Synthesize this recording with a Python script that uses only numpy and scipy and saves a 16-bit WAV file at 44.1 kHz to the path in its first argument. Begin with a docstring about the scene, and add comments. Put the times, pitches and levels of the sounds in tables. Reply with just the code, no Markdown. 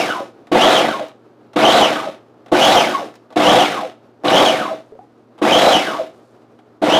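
"""On a kitchen counter, a small food processor chops fruit in eight short pulses.
Each press jolts the housing. The gears rattle and whine at their tooth rate, which climbs under power
and sinks as the motor coasts, while the blade throws pulp and juice against the resonant plastic bowl.
Between pulses the switch creaks, froth fizzes and the pulp gloops over a low household hum.
The loudest moments overload the microphone."""
import sys
import numpy as np
from scipy import signal
from scipy.fft import rfft, irfft
from scipy.io import wavfile
from scipy.ndimage import uniform_filter1d, minimum_filter1d

SR = 44100
rng = np.random.default_rng(int(sys.argv[2]) if len(sys.argv) > 2 else 0)


def dump_mix(stems):
    """Bounce the given channels to the path in sys.argv[1] as a 16-bit WAV at rate SR."""
    frames = np.atleast_2d(stems).T  # one column per channel
    limited = np.clip(frames, -1, 1)  # hard clip at full scale
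    pcm = np.round(limited * 32767).astype(np.int16)
    wavfile.write(sys.argv[1], SR, pcm)


N = 308259
TIME = np.arange(N) / SR
FREE_TOOTH_HZ, TEETH_PER_SWEEP = 4574, 36   # tooth rate at full speed; teeth per sweep of a blade
CRITICAL_HZ, CRITICAL_WIDTH_HZ = 3230, 210   # tooth rate at which the whole machine shakes

# presses of the switch: on_s, off_s, spin_up_s, coast_s, jolt_db, pulp_db, rattle_db, spray_db,
# driven_whine_db, coasting_whine_db, hoot_db, froth_db
PRESSES = [(-.28, -0.056, .1, .224, -10, -7.5, -18, -27, -23, -21, -40, -64),
           (.515, .736, 0.1, .234, -8, -8, -14.5, -30, -22, -24, -26.5, -63),
           (1.558, 1.786, .098, .24, -11, -7.5, -14.5, -29, -20.5, -23.5, -31.5, -61.5),
           (2.516, 2.734, 0.1, 0.24, -8, -6.5, -15, -24.5, -19.5, -21, -29, -60),
           (3.358, 3.571, .104, 0.23, -10.5, -7.5, -14.5, -28, -22, -23.5, -23.5, -64.5),
           (4.242, 4.441, .1, .238, -14, -8, -16, -29, -22.5, -23, -27, -54.5),
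           (5.415, 5.698, 0.11, 0.25, -9.5, -8, -16, -27.5, -20.5, -23, -25, -47),
           (6.817, 7.049, 0.1, 0.27, -14.5, -7.5, -17.5, -36, -23, -23, -44, -57)]
# modes of the motor housing: pitch_hz, bandwidth_hz, gain_db
HOUSING_MODES = [(557, 50, -8.5), (807, 90, -4), (1107, 140, -2), (1262, 80, -1), (1520, 200, -3),
                 (2262, 510, -6), (3013, 250, 2.5), (3125, 110, -1), (3242, 130, 1), (4000, 400, -4),
                 (5050, 480, 1.5), (5770, 520, 5.5)]
# spectrum of the gear rattle: frequency_hz, density_db
RATTLE_SPECTRUM = [(30, -33), (90, -20.5), (200, 0), (950, 3), (1300, 4.5), (2000, 1), (2500, -0.5),
                   (3200, -0.5), (3800, -1.5), (4500, -10), (6000, -15.5), (9000, -19), (15500, -33.5)]
# spectrum of the wet spray: frequency_hz, density_db
SPRAY_SPECTRUM = [(100, -25), (2500, -7.5), (4400, 1), (5100, 5.5), (6000, 1.5), (7000, -2.5), (8500, -9.5),
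                  (9800, -6), (12000, -13.5), (15000, -11)]


def from_db(db):
    """Decibels to amplitude ratio."""
    return 10 ** (np.asarray(db) / 20)


def unit_rms(x):
    """Normalisation to unit mean power."""
    return x / np.sqrt(np.mean(x ** 2) + 1e-20)


def evened(x, size=1800):
    """Division by the envelope holds the short-term rms at one."""
    local_power = np.abs(uniform_filter1d(x ** 2, size))
    return x / np.sqrt(local_power + 1e-6 * np.mean(x ** 2))


def near(hz, centre_hz, width_hz):
    """Gaussian bell of height one."""
    return np.exp(-.5 * ((hz - centre_hz) / width_hz) ** 2)


def dying(t60, age):
    """Exponential damping: 60 dB lost in t60 seconds."""
    return np.exp(-np.log(1000) * age / t60)


def drift(rate_hz):
    """Low-passed noise: a smooth random fluctuation of unit rms."""
    r = np.exp(-2 * np.pi * rate_hz / SR)
    return unit_rms(signal.lfilter([1], [1, -2 * r, r * r], rng.standard_normal(N + SR))[SR:])


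def bandpass(x, low_hz, high_hz, order):
    """Maximally flat band-pass filter."""
    return signal.sosfilt(signal.butter(order, [low_hz, high_hz], "band", fs=SR, output="sos"), x)


def coloured(x, spectrum, size=4096):
    """Minimum-phase filter of unit energy with the given spectrum."""
    known_hz, known_db = np.transpose(spectrum)
    hz = np.maximum(np.arange(size // 2 + 1) * SR / size, 1)
    gain = from_db(np.interp(np.log(hz), np.log(known_hz), known_db))
    cepstrum = irfft(np.log(gain))
    response = irfft(np.exp(rfft(2 * cepstrum[:size // 2], size)))
    return signal.fftconvolve(x, response / np.linalg.norm(response))[:N]


def resonate(x, modes):
    """Modal superposition: damped resonators driven in parallel."""
    out = np.zeros(N)
    for hz, width_hz, db in modes:
        r = np.exp(-np.pi * width_hz / SR)
        feedback = [1, -2 * r * np.cos(2 * np.pi * hz / SR), r * r]
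        out += from_db(db) * signal.lfilter([1 - r, 0, r - 1], feedback, x + 1e-18)
    return out


def add(out, start_s, sound):
    """Superpose a sound that starts within the scene."""
    start = round(start_s * SR)
    if 0 <= start < N:
        out[start:start + len(sound)] += sound[:N - start]


def bursts(starts_s, levels_db, t60):
    """Transient excitation: a damped burst of noise at each start."""
    envelope, age = np.zeros(N), TIME[:SR // 4]
    for start_s, db in zip(starts_s, levels_db):
        add(envelope, start_s, from_db(db) * dying(t60, age))
    return envelope * rng.standard_normal(N)


def impacts(hits, spread_db):
    """Shot noise: an impulse of random size and sign at each hit."""
    return hits * from_db(spread_db * np.minimum(rng.exponential(1, N), 4)) * rng.choice([-1, 1], N)


def room_tone():
    """Ambient noise: a low household rush and mains hum with wandering phase."""
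    # partials of the hum: pitch_hz, rms_db
    hum_partials = [(118.4, -61.5), (236.9, -59), (312, -60)]
    # background of the kitchen: frequency_hz, density_db
    room_spectrum = [(25, -41), (45, -29.5), (80, -22.5), (110, -10.5), (160, -13), (230, -6.5),
                     (370, -2.5), (600, -8), (780, -11), (1000, -16.5), (1250, -16), (2000, -28.5),
                     (4500, -36), (8000, -47.5), (15000, -54)]
    hum = sum(from_db(db) * unit_rms(np.sin(2 * np.pi * hz * TIME + .78 * drift(1.7)))
              for hz, db in hum_partials)
    return hum + coloured(rng.standard_normal(N), room_spectrum) * from_db(-49.5 + 1.7 * drift(7.2))


def kitchen(x, t60=.31, wet_db=-9):
    """Reverberation: close walls and cupboards add a dense tail, duller than the direct sound."""
    age = TIME[:SR // 2]
    tail = rng.standard_normal(len(age)) * dying(t60, age) * (age > .003)
    tail = bandpass(tail / np.linalg.norm(tail), 400, 8000, order=1)
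    return x + from_db(wet_db) * signal.fftconvolve(x, tail)[:N]


def bowl(x, low_hz=150, high_hz=1250):
    """Modal radiation: the small, pulp-damped bowl gives off neither bass nor treble."""
    # modes of the plastic bowl: pitch_hz, bandwidth_hz, gain_db
    bowl_modes = [(139, 49, -9), (226.8, 49, -9.5), (303.4, 15, 3), (364.3, 57, 0), (514, 44, 4.5),
                  (576.5, 54, 2), (645, 22, 11.5), (723.7, 77, 6.5), (758, 14, 1.5), (1128, 55, -2)]
    return bandpass(resonate(x, bowl_modes), low_hz, high_hz, order=2)


def froth(since_s):
    """Shot noise of popping bubbles: froth whipped up by each pulse fizzes as it settles."""
    # fizz of the froth: frequency_hz, density_db
    froth_spectrum = [(800, -7.5), (3000, -5), (4800, -1.5), (6500, -4), (10000, -9), (12500, -14.5),
                      (15500, -24)]
    pops = impacts(rng.random(N) < 1200 / SR, spread_db=1)
    fizz = unit_rms(coloured(pops, froth_spectrum)) * from_db(2 * drift(10))
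    return fizz * dying(t60=2.1, age=since_s)


def gloops():
    """Bubble resonance: air rings in the pulp and rises a little in pitch as it nears the surface."""
    # rising bubbles: start_s, pitch_hz, level_db, t60_s
    bubbles = [(4.922, 432, -32, 0.19), (4.924, 620, -40.5, 0.06), (4.954, 540, -33, 0.058),
               (4.991, 744, -29, 0.068), (5.012, 806, -39, 0.15)]
    out, age = np.zeros(N), TIME[:SR // 4]
    for start_s, hz, db, t60 in bubbles:
        phase = 2 * np.pi * hz * age * (1 + .32 * age)
        add(out, start_s, from_db(db) * dying(t60, age) * np.sin(phase))
    return out


def ticks():
    """Contact noise of plastic parts: a dull creak of the body, a rattling edge and a sharp snap."""
    # contacts of switch, lid and handle: start_s, creak_db, edge_db, snap_db
    contacts = [(0.47, -31.5, -46, -57), (1.082, -28, -51, -47), (1.533, -29.5, -42.5, -54),
                (2.34, -40, -70, -71.5), (2.461, -30, -44.5, -58), (2.482, -31.5, -49, -65),
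                (3.14, -42, -49.5, -54.5), (3.154, -50, -47, -49), (3.304, -26.5, -46, -64),
                (3.325, -33, -44.5, -56), (4.236, -17, -47, -51), (5.379, -32, -49, -63.5),
                (5.387, -30, -47, -63.5), (6.418, -39.5, -63, -71), (6.589, -34.5, -52, -66.5)]
    start_s, creak_db, edge_db, snap_db = np.transpose(contacts)
    creak = bowl(bursts(start_s, creak_db, t60=.13))
    edge = coloured(bursts(start_s, edge_db, t60=.08), RATTLE_SPECTRUM)
    snap = coloured(bursts(start_s, snap_db, t60=.044), SPRAY_SPECTRUM)
    return creak + edge + snap


def jolts(rise_s=.01):
    """Free vibration: the starting torque kicks the housing, whose modes ring down."""
    # housing modes rung by the kick: pitch_hz, level_db, t60_s
    jolt_modes = [(212.5, -8.5, 0.12), (301, 5.5, 0.14), (356, 3, 0.14), (496.7, 1.5, 0.12),
                  (697, 1.5, 0.082), (1106, -4, 0.094)]
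    out, age = np.zeros(N), TIME[:SR // 4]
    for on_s, _, _, _, jolt_db, *_ in PRESSES:
        ring = np.zeros(len(age))
        for hz, db, t60 in jolt_modes:
            envelope = from_db(db + rng.normal(0, 1)) * dying(t60, age)
            ring += envelope * np.sin(2 * np.pi * (hz * age + rng.random()))
        add(out, on_s, from_db(jolt_db) * ring * (1 - np.exp(-age / rise_s)))
    return out


def chunks():
    """Impact excitation: firm pieces knock on the bowl, crack on the blade and ring the housing."""
    # pieces caught by the blade: start_s, knock_db, crack_db
    pieces = [(.553, 6, -12.5), (.65, 7, -22), (0.766, -9, -18.5), (.808, 4, -15), (1.64, 9, -16),
              (1.782, 5, -5), (2.551, -1, -17), (2.721, 2.5, -2), (2.763, 12, -26.5), (3.52, 5, -18.5),
              (4.28, 4.5, -0.5), (4.37, 3, -10), (5.56, 0, -16), (5.673, 7, -18.5), (5.71, 6, -17)]
    start_s, knock_db, crack_db = np.transpose(pieces)
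    crack = bandpass(bursts(start_s, crack_db, t60=.05), 2500, 4100, order=4)
    knock = bowl(bursts(start_s, knock_db, t60=.054), low_hz=380)
    return knock + crack + from_db(-10.5) * resonate(crack, HOUSING_MODES)


def motor(on_s, off_s, spin_up_s, coast_s):
    """Rotor inertia: torque eases as the tooth rate climbs; after release, drag and friction brake."""
    friction_hz = 829   # tooth rate at which drag and dry friction brake equally
    powered_s = np.minimum(TIME, off_s) - on_s
    driven_hz = FREE_TOOTH_HZ * (1 - np.exp(-(powered_s / spin_up_s) ** .8))
    run_down = np.exp(-np.maximum(TIME - off_s, 0) / coast_s)
    tooth_hz = np.maximum((driven_hz + friction_hz) * run_down - friction_hz, 0)
    torque = (1 - tooth_hz / FREE_TOOTH_HZ) * (TIME < off_s)
    return tooth_hz, torque


def effort(running, exponent, torque_share, swell_db, attack_s):
    """Power law: noise grows with speed, plus a share of torque, and swells at the critical speed."""
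    tooth_hz, torque, since_s = running
    drive = (tooth_hz / FREE_TOOTH_HZ) ** exponent + torque_share * torque
    swell = from_db(swell_db * near(tooth_hz, CRITICAL_HZ, CRITICAL_WIDTH_HZ))
    return drive * swell * (1 - np.exp(-since_s / attack_s))   # sets in as the slack is taken up


def blade_sweep(teeth):
    """Blade-passing modulation: one cosine cycle for each sweep."""
    return np.cos(2 * np.pi * teeth / TEETH_PER_SWEEP)


def spray(running, teeth):
    """Comb filtering: juice hisses and spatters on the wall, and short echoes colour the sound."""
    # reflections inside the bowl: delay_s, amplitude_ratio
    bowl_echoes = [(.0011, 0.21), (.0023, -.3), (.0037, .3)]
    splashes = from_db(1.1 * blade_sweep(teeth) + 1.7 * drift(120))
    drops = unit_rms(impacts(rng.random(N) < 2500 / SR, spread_db=2.5))
    hiss = coloured((rng.standard_normal(N) + from_db(-5) * drops) * splashes, SPRAY_SPECTRUM)
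    echoes = sum(ratio * np.roll(hiss, round(delay_s * SR)) for delay_s, ratio in bowl_echoes)
    gain = effort(running, exponent=1.33, torque_share=.078, swell_db=3.4, attack_s=.003)
    return gain * evened(hiss + echoes)


def slosh(running):
    """Soft impact: the mass of the pulp slaps around the bowl and rings only its low modes."""
    slaps = evened(impacts(rng.random(N) < 500 / SR, spread_db=2.5))
    gain = effort(running, exponent=1, torque_share=.99, swell_db=.5, attack_s=.0086)
    return gain * evened(bowl(slaps, low_hz=152, high_hz=410))


def churn(running, tooth_hz, teeth, tone):
    """Random impact excitation: every sweep of the blade flings pieces against the bowl."""
    hits_per_s = (250 + .5 * tooth_hz) * from_db(4 * blade_sweep(teeth))
    hits = evened(impacts(rng.random(N) < hits_per_s / SR, spread_db=2.5))
    spindle = from_db(-15) * tone   # gear tone conducted into the bowl
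    gain = effort(running, exponent=1.89, torque_share=.3, swell_db=1.8, attack_s=.0023)
    return gain * evened(bowl(hits + spindle, low_hz=400, high_hz=1100))


def rattle(running, teeth):
    """Tooth impact noise: the gears clack with uneven force over the rush of the motor."""
    tooth_hits = np.diff(np.floor(teeth), prepend=0)
    stray_hits = rng.random(N) < 150 / SR
    clacks = evened(impacts(tooth_hits + stray_hits, spread_db=3))
    rush = .83 * rng.standard_normal(N)
    clatter = coloured(clacks + rush, RATTLE_SPECTRUM) * from_db(1.9 * drift(70))
    gain = effort(running, exponent=1.28, torque_share=.32, swell_db=.68, attack_s=.0037)
    return gain * evened(clatter)


def gear_tone(tooth_hz, teeth):
    """Gear meshing: the tooth rate and its octave, which backlash makes stagger."""
    slack = 1 - tooth_hz / FREE_TOOTH_HZ
    slip = .058 * drift(330) + (.01 + .075 * slack ** 2) * drift(80)
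    phase = 2 * np.pi * (teeth + np.cumsum(tooth_hz * slip) / SR)
    flutter = from_db((2.6 + .6 * slack) * drift(120))
    partials = np.sin(phase) + from_db(-16.5) * np.sin(2 * phase)
    strain = from_db(3 * slack * blade_sweep(teeth))   # slow gears strain at each sweep
    fade_at_rest = np.tanh((tooth_hz / 520) ** 2) ** 2
    return evened(partials * flutter, size=6000) * strain * fade_at_rest


def hoot(tooth_hz, tone):
    """Swept resonance: shortly before the blade stands, the gear tone sinks through the bowl's modes."""
    return bowl(tone * near(tooth_hz, centre_hz=600, width_hz=92))


def whine(tooth_hz, tone, off_s, driven_db, coasting_db):
    """Forced vibration: the housing radiates the gear tone, which flares at each mode it crosses."""
    coasting = np.clip((TIME - off_s) / .12, 0, 1)
    level_db = driven_db + (coasting_db - driven_db) * coasting
    swell_db = 2.5 * near(tooth_hz, CRITICAL_HZ, CRITICAL_WIDTH_HZ)
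    return from_db(level_db + swell_db) * resonate(tone, HOUSING_MODES)


def scene():
    """Superposition: one motor drives pulp, juice and gears, heard directly and by way of the walls."""
    presses = np.array(PRESSES)
    latest = np.searchsorted(presses[:, 0], TIME, side="right") - 1   # press in force at each sample
    (on_s, off_s, spin_up_s, coast_s, _, pulp_db, rattle_db, spray_db,
     driven_db, coasting_db, hoot_db, froth_db) = presses[latest].T
    since_s = TIME - on_s
    tooth_hz, torque = motor(on_s, off_s, spin_up_s, coast_s)
    running = tooth_hz, torque, since_s
    teeth = np.cumsum(tooth_hz) / SR   # count of teeth passed
    tone = gear_tone(tooth_hz, teeth)
    pulp = churn(running, tooth_hz, teeth, tone) + from_db(-10.5) * slosh(running)
    pulp *= from_db(pulp_db + 2.3 * drift(18))   # lumps reach the blade unevenly
    juice = from_db(spray_db) * spray(running, teeth) + from_db(froth_db) * froth(since_s)
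    gears = from_db(rattle_db) * rattle(running, teeth) + from_db(hoot_db) * hoot(tooth_hz, tone)
    gear_whine = kitchen(whine(tooth_hz, tone, off_s, driven_db, coasting_db), t60=.25, wet_db=-4)
    chopping = kitchen(pulp + juice + gears + jolts() + chunks() + ticks() + gloops())
    return (chopping + gear_whine + room_tone())[None]


def record(dry, limit=.8, ceiling=.91, cutoff_hz=15300):
    """Overload: a fast limiter holds the peaks, saturation rounds them and a low-pass cuts the top."""
    allowed_gain = np.minimum(1, limit / (np.abs(dry) + 1e-9))
    held = dry * uniform_filter1d(minimum_filter1d(allowed_gain, size=61), size=61)
    rounded = held / (1 + (held / ceiling) ** 8) ** (1 / 8)
    return signal.sosfilt(signal.ellip(10, .1, 80, cutoff_hz, fs=SR, output="sos"), rounded)


dry = scene()
out = record(dry)
dump_mix(out)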